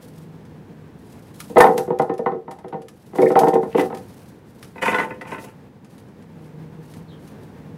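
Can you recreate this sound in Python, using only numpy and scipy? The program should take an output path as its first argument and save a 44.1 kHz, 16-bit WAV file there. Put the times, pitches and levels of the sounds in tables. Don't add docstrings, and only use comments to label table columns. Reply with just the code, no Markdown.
import sys
import numpy as np
from scipy import signal
from scipy.fft import rfft, irfft
from scipy.io import wavfile

SR = 44100
rng = np.random.default_rng(int(sys.argv[2]) if len(sys.argv) > 2 else 0)


def persist_wave(psi):
    counts = np.round(np.clip(psi, -1, 1) * 32767).astype(np.int16)
    wavfile.write(sys.argv[1], SR, np.atleast_2d(counts).T)


N = 342657
TIME = np.arange(N) / SR

REGISTER_EDGES = [130, 300, 620, 1080, 2250, 3800]


def amp(db):
    return 10 ** (np.asarray(db) / 20)


def unit(x):
    return x / np.sqrt(np.mean(x ** 2) + 1e-20)


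def read(points, hz):
    f, value = np.transpose(points)
    return np.interp(np.log(hz + 1), np.log(f), value)


def level(curve):
    return amp(np.interp(TIME, *np.transpose(curve), left=-np.inf, right=-np.inf))


def add(mix, s, sound):
    part = mix[round(s * SR):][:len(sound)]
    part += sound[:len(part)]


def band(x, lo_hz, hi_hz, order=3):
    edges_hz = [lo_hz, min(hi_hz, SR / 2 - 1)]
    return signal.sosfilt(signal.butter(order, edges_hz, 'band', fs=SR, output='sos'), x)


def colour(x, tone, size=4096):
    hz = abs(np.fft.fftfreq(size, 1 / SR))
    log_gain = np.log(amp(np.maximum(read(tone, hz), -100)))
    taps = np.fft.ifft(np.exp(np.conj(signal.hilbert(log_gain)))).real
    return signal.oaconvolve(x, taps[:size // 2])[:len(x)]


def drift(per_s):
    keep = np.exp(-(np.fft.rfftfreq(N, 1 / SR) / per_s) ** 2)
    return unit(irfft(rfft(rng.standard_normal(N)) * keep, N))


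def grains(count, per_s, spread_db):
    size = amp(spread_db * np.minimum(rng.exponential(1, count), 4))
    size *= rng.choice([-1, 1], count)
    return size * (rng.random(count) < per_s / SR)


def strokes(rows, attack_s, release_t60, slope_db_per_s=0):
    out = np.zeros(N)
    for start, length, db in rows:
        t = np.maximum(TIME - start, 0)
        held_db = db + slope_db_per_s * np.minimum(t, length)
        release_db = -60 * np.maximum(t - length, 0) / release_t60
        out += np.minimum(t / attack_s, 1) * amp(held_db + release_db)
    return out


def passage(wet_db, build_s=0.0037):
    # (frequency [Hz], decay by 60 dB [s])
    wall_decay = [(150, 0.079), (450, 0.33), (1000, 0.22), (2500, 0.15), (7000, 0.23), (15000, 0.25)]
    taps = rng.standard_normal(SR // 2) * (rng.random(SR // 2) < 3000 / SR)
    hz, t, z = signal.stft(taps, SR, nperseg=256)
    decay = amp(-60 * t / read(wall_decay, hz)[:, None])
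    tail = signal.istft(z * decay, SR, nperseg=256)[1]
    tail *= 1 - np.exp(-(np.arange(len(tail)) / SR / build_s) ** 2)
    response = amp(wet_db) * tail / np.linalg.norm(tail)
    response[0] += 1
    return response


def outdoors(hum_hz=157, waver=0.01495, second_db=-14, third_db=-13, faint_db=-59):
    # (frequency [Hz], relative level per Hz [dB])
    air_tone = [(20, -32), (45, -24.5), (70, -14.5), (100, -7), (200, -4.5), (260, -8.5), (370, -14),
                (470, -13), (620, -22), (900, -22), (1250, -29.5), (1700, -29.5), (2600, -37), (4000, -42),
                (7000, -48.5), (15500, -52)]
    # (time [s], level [dB])
    air_fader = [(0, -42.5), (1.6, -42.5), (2.5, -49), (3.0, -47.5), (3.8, -40), (4.5, -45), (5.3, -41.5),
                 (5.8, -46), (6.6, -41.5), (7.77, -41)]
    # (start [s], length [s], relative level at the start [dB])
    hum_spells = [(0, 1, -45.5), (6.28, 1, -40.5), (7.6, 0.14, -40.5)]
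    air = unit(colour(rng.standard_normal(N), air_tone))
    air *= level(air_fader) * amp(0.85 * drift(per_s=14.3))
    turn = 2 * np.pi * np.cumsum(hum_hz * (1 + waver * drift(per_s=11))) / SR
    hum = unit(np.sin(turn) + amp(second_db) * np.sin(2 * turn) + amp(third_db) * np.sin(3 * turn))
    swell = amp(faint_db) + strokes(hum_spells, attack_s=0.092, release_t60=1.9, slope_db_per_s=-8.5)
    return air + hum * swell * amp(2.4 * drift(per_s=15))


def grit(crunch_t60=0.055, crush_s=0.00073, snap_db=-6, hard_db=-30, size=350):
    # (time [s], relative level [dB])
    crushes = [(0.451, -57), (1.402, -34), (1.581, -27), (1.605, -21), (1.778, -29), (1.987, -41),
               (2.018, -43), (2.138, -51.5), (2.179, -47.5), (2.51, -45), (2.587, -55), (2.682, -52.5),
               (2.818, -51.5), (2.883, -44), (3.15, -52), (3.217, -37.5), (3.293, -51), (3.316, -42),
               (3.39, -26.5), (3.468, -49), (3.482, -35.5), (3.539, -39.5), (3.631, -52), (3.797, -37),
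               (3.947, -42.5), (3.971, -44.5), (4.627, -40.5), (4.645, -48.5), (5.213, -47.5), (5.845, -54),
               (5.979, -52.5), (6.084, -62), (6.223, -56.5), (6.937, -48.5), (7.275, -51.5)]
    # (start [s], length [s], relative level at the start [dB])
    hiss_spells = [(0, .23, -56.5), (.98, 0.77, -57.5), (1.335, 0.49, -52), (2.93, 0.34, -61),
                   (3.14, 0.34, -50), (3.6, 0.15, -56), (3.76, .06, -40.5), (3.93, 0.39, -54),
                   (4.45, 0.34, -60), (5.38, 0.051, -49), (5.88, 0.11, -61), (6.4, .07, -62),
                   (6.82, 0.15, -54), (7.19, 0.1, -55), (7.4, 0.056, -60)]
    # (frequency [Hz], relative level per Hz [dB])
    crunch_tone = [(300, -33.5), (1200, 8.5), (2200, 6.5), (4000, 1.5), (5500, 0.5), (8000, -3),
                   (9200, -1.5), (11500, -3.5), (13500, -37), (15800, -15.5)]
    hiss_tone = [(1000, -29), (2500, 1.5), (4500, 1.5), (7500, -1.5), (9000, 1), (12000, -1), (16000, -7)]

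    swell = strokes(hiss_spells, attack_s=0.025, release_t60=0.2, slope_db_per_s=-6.5)
    hiss = unit(colour(grains(N, per_s=3600, spread_db=0.5), hiss_tone))
    out = swell * hiss * amp(-4.5 + 4.3 * drift(per_s=53))

    t = np.arange(SR // 5) / SR
    clump = amp(-60 * t / crunch_t60) * (1 - np.exp(-t / crush_s))
    for s, db in crushes:
        crunch = unit(colour(grains(len(t), per_s=10000, spread_db=2.0) * clump, crunch_tone))
        snap = unit(band(grains(len(t), per_s=7000, spread_db=3) * clump, 8500, 14000, order=2))
        crunch += amp(snap_db + .5 * min(db - hard_db, 0)) * snap
        add(out, s, amp(db) * crunch * np.sqrt(size / len(t)))
    return signal.oaconvolve(out, passage(wet_db=-7))[:N]


def ring(modes, clatter_db, clatter_t60, detune=0.0051, top_hz=6500, count=56):
    t = np.arange(int(.55 * SR)) / SR
    place = (np.arange(count) + rng.random(count)) / count
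    damped_hz = REGISTER_EDGES[0] * (top_hz / REGISTER_EDGES[0]) ** place
    damped = np.column_stack([damped_hz, np.full(count, clatter_db), clatter_t60 * 2 ** -place])
    hz, db, t60 = np.vstack([modes, damped]).T[:, :, None]
    shift, weight, side = rng.standard_normal((3, len(hz), 1))
    pole = 2j * np.pi * hz * (1 + detune * shift) - np.log(1000) / t60
    size = np.sign(side) * amp(db + 3 * weight)
    out = np.zeros(len(t))
    for p, a, last_s in zip(pole[:, 0], size[:, 0], t60[:, 0]):
        add(out, 0, a * np.exp(p * t[:int(last_s * SR)]).imag)
    return out


def favour(x, spot_hz, peak_db=-3, rest_db=-3, q=4):
    peak = signal.lfilter(*signal.iirpeak(spot_hz, q, fs=SR), x)
    return amp(rest_db) * x + amp(peak_db) * peak


def contact(rows, thud_db, clack_db, crack_db, thud_slope, crack_slope, middling_db=-20):
    s, db, hard, spot_hz = np.transpose(rows)
    thud = thud_db - thud_slope * (db - middling_db)
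    return np.column_stack([s, db, thud, clack_db + hard, crack_db + crack_slope * hard, spot_hz])


def blows(rows, modes, room, clatter_db, clatter_t60, splinter_db, contact_s, resting_t60, size=800):
    out = np.zeros(N)
    for s, db, thud, clack, crack, spot_hz in rows:
        hit = ring(modes, clatter_db, clatter_t60, detune=0.011)
        t = np.arange(len(hit)) / SR
        hit *= 1 - np.exp(-t / contact_s)
        hit *= amp(-60 * t / resting_t60)
        hit = signal.fftconvolve(hit, room)[:len(hit)]
        shares_db = (thud, 0, clack, crack, crack + splinter_db)
        orders = (4, 4, 4, 4, 2)
        blow = np.zeros(len(hit))
        for lo, hi, share_db, order in zip(REGISTER_EDGES, REGISTER_EDGES[1:], shares_db, orders):
            part = band(hit, lo, hi, order=order)
            blow += amp(db + share_db) * part * np.sqrt(size) / np.linalg.norm(part)
        add(out, s - contact_s / 2, favour(blow, spot_hz))
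    return out


def rebounds(rows, flight_s=.02, weaker_db=-10.5, softer_db=-3.5, spread=0.205):
    s, db, hard, spot_hz = np.transpose(rows)
    delay_s = flight_s * np.exp(spread * rng.uniform(-0.97, 1, len(s)))
    return np.column_stack([s + delay_s, db + weaker_db, hard + softer_db, spot_hz])


def planks(room, push_db=-30, push_s=0.0051):
    knocks = [(1.499, -29.5, -9, 285), (1.559, -9.5, -4.5, 446), (1.569, -8.5, 7, 370),
              (1.603, -11.5, 12.5, 1820), (1.641, -11.5, 7.5, 850), (1.667, -20.5, 11.5, 950),
              (1.687, -13.5, -26, 495), (1.735, -22, -3.5, 464), (1.778, -22, 4.5, 450),
              (1.877, -24, -5, 375), (1.904, -13.5, -7, 790), (1.996, -13, 1, 860), (2.095, -20, 1.5, 387),
              (2.191, -22, -4, 505), (2.261, -16.5, 4.5, 1204), (2.318, -24, -2, 380),
              (2.345, -29.5, -5, 502), (2.479, -33, 4, 750), (2.512, -46, 13.5, 750),
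              (2.586, -50, 9.5, 770), (2.643, -34, 3, 470), (2.725, -30, 4, 776), (2.741, -26, -2.5, 740),
              (2.785, -35.5, -15, 496), (3.132, -35.5, 2.5, 349), (3.154, -30.5, 4.5, 430),
              (3.185, -12, 0, 370), (3.214, -14.5, -6.5, 460), (3.228, -10, -8, 530),
              (3.258, -21.5, -7, 550), (3.303, -14.5, -0.5, 403), (3.356, -11, 4.5, 816),
              (3.372, -11.5, -3, 816), (3.412, -14.5, -0.5, 620), (3.433, -12, 0, 860),
              (3.47, -12, -0.5, 790), (3.533, -14, -2.5, 520), (3.555, -12, -4.5, 780), (3.63, -24, 1, 250),
              (3.747, -12.5, -4.5, 434), (3.781, -14.5, 0.5, 306), (3.795, -31, 16, 1920),
              (3.824, -25.5, 2, 252), (3.902, -35, 8, 410), (3.925, -29.5, 5, 388), (3.965, -39, -5, 505)]
    # (frequency [Hz], relative level [dB], decay by 60 dB before damping [s])
    plank_modes = [(159, -9, .22), (190.2, 7.5, 0.095), (242.7, -3.5, 0.46), (307, -29, 0.16),
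                   (370.4, 4, 0.27), (410, -4.5, 0.28), (458.4, 7.5, 0.26), (499.4, 6, 0.33),
                   (570, -46.5, 0.16), (633, -5.5, 0.089), (773, 6, 0.27), (802.6, 10.5, 0.064),
                   (846.6, -5, 0.45), (936, 5, 0.093), (1052, 1.5, 0.074), (1022, -5.5, 0.062),
                   (1271, -4, 0.28), (1304, 3.5, 0.074), (1436, 5.5, 0.064), (1760, -11.5, 0.061),
                   (1808, -2.5, 0.19), (1982, 19, 0.019)]
    landings = contact(np.vstack([knocks, rebounds(knocks)]), thud_db=-7, clack_db=-4, crack_db=-17.0,
                       thud_slope=.35, crack_slope=1.27)
    out = blows(landings, plank_modes, room, clatter_db=5, clatter_t60=0.056, splinter_db=-15.5,
                contact_s=0.0035, resting_t60=0.41)
    u = np.arange(SR // 10) / SR / push_s
    add(out, 1.562, amp(push_db) * (1 - u) * np.exp(-u))
    return out


def slide(room, lo_hz=1900, hi_hz=3000):
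    # (start [s], length [s], relative level at the start [dB])
    slips = [(2.725, 0.0073, -56), (3.705, 0.061, -53.5), (3.772, 0.039, -37)]
    rasp = unit(band(grains(N, per_s=500, spread_db=4), lo_hz, hi_hz, order=2))
    pressure = strokes(slips, attack_s=0.0059, release_t60=.08, slope_db_per_s=160)
    return signal.oaconvolve(pressure * rasp, room)[:N]


def squeak(room, hz=2060, jitter=0.056):
    # (start [s], length [s], peak level before the room [dB])
    rubs = [(3.22, 0.01, -28), (3.259, 0.011, -26)]
    turn = 2 * np.pi * np.cumsum(hz * (1 + jitter * drift(per_s=294))) / SR
    grip = strokes(rubs, attack_s=.004, release_t60=.03)
    return signal.oaconvolve(grip * np.sin(turn), room)[:N]


def hollow_scrape(room, rub_db=-2, sand_db=-5):
    # (time [s], relative strength [dB], hardness [dB], frequency the struck spot favours [Hz])
    judders = [(4.757, -36.5, -8, 870), (4.78, -43.5, 5, 2660), (4.818, -31, 1.5, 1010),
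               (4.827, -26.5, 5, 1020), (4.857, -29, 8, 960), (4.878, -20, 1.5, 2160),
               (4.916, -25.5, -2.5, 970), (4.928, -22, -3, 1030), (4.944, -24, 5, 1580),
               (4.984, -23.5, 3.5, 1600), (4.998, -26.5, 2.5, 1850), (5.012, -24.5, -8.5, 2000),
               (5.03, -29.5, 0, 900), (5.107, -33, -2.5, 1970), (5.211, -36.5, 1, 2070),
               (5.252, -50, 9, 910), (5.317, -30.5, -2, 930), (5.345, -33, -3, 2020),
               (5.381, -35.5, -2.5, 2680), (5.44, -39.5, -6.5, 805)]
    # (frequency [Hz], relative level [dB], decay by 60 dB when free [s])
    hollow_modes = [(202, 1.5, 0.23), (257, 4, 0.099), (417, -1, 0.14), (517, -2.5, 0.71), (728, 2, 0.19),
                    (882.5, 4, 0.21), (923, -0.5, 0.27), (1033, 2.5, 0.11), (1260, -21, 0.19),
                    (1360, -9, 0.22), (1430, -24, .13), (1494, -1, 0.13), (1870, -1.5, 0.1),
                    (2000, 4, 0.061), (2008, 9.5, 0.041), (2505, 4, 0.025), (2533, 9.5, 0.027)]
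    # (start [s], length [s], relative level at the start [dB])
    pushes = [(4.812, 0.23, -27), (5.08, 0.061, -44), (5.26, 0.05, -42), (5.305, 0.04, -38.5),
              (5.45, 0.054, -50)]
    # (frequency [Hz], relative level per Hz [dB])
    sand_tone = [(1000, -7), (2300, 2), (2900, 1), (3700, -22), (4500, -16.5), (6000, -16), (8000, -16.5),
                 (9500, -15.5), (11800, -17), (13000, -29), (16000, -28)]

    catches = contact(judders, thud_db=-9, clack_db=-2.5, crack_db=0.5, thud_slope=0.22, crack_slope=1.0)
    knocking = blows(catches, hollow_modes, room, clatter_db=-4, clatter_t60=0.088, splinter_db=-10,
                     contact_s=0.0016, resting_t60=1.5)

    pressed = np.array(hollow_modes) * [1, 1, .5]
    body = band(ring(pressed, clatter_db=-4, clatter_t60=0.1), 200, 1900)
    rattle = unit(signal.oaconvolve(grains(N, per_s=400, spread_db=3), body)[:N])
    sand = unit(colour(grains(N, per_s=5000, spread_db=3), sand_tone))
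    sand *= amp(4.2 * drift(per_s=53))
    effort = strokes(pushes, attack_s=.018, release_t60=0.089, slope_db_per_s=-36)
    rubbing = effort * (amp(rub_db) * rattle + amp(sand_db) * sand)
    return knocking + signal.oaconvolve(rubbing, room)[:N]


def chirp(start_s=7.07, length_s=0.088, from_hz=4200, to_hz=3000, db=-59):
    hz = np.linspace(from_hz, to_hz, int(length_s * SR))
    swell = signal.windows.tukey(len(hz), .4) * (from_hz / hz) ** 2
    flutter = 1 + 0.071 * drift(per_s=330)[:len(hz)]
    turn = 2 * np.pi * np.cumsum(hz * flutter) / SR
    out = np.zeros(N)
    add(out, start_s, amp(db) * np.sin(turn) * swell)
    return signal.oaconvolve(out, passage(wet_db=0))[:N]


def scene():
    room = passage(wet_db=-5)
    wood = planks(room) + slide(room)
    rest = hollow_scrape(room) + grit() + chirp() + outdoors() + squeak(room)
    return (wood + rest)[None]


def record(dry):
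    squeezed = .98 * dry / (1 + dry ** 8) ** (1 / 8)
    low_pass = signal.firwin(511, 15830, window=("kaiser", 9), fs=SR)
    return signal.oaconvolve(squeezed, low_pass[None], "same")


dry = scene()
out = record(dry)
persist_wave(out)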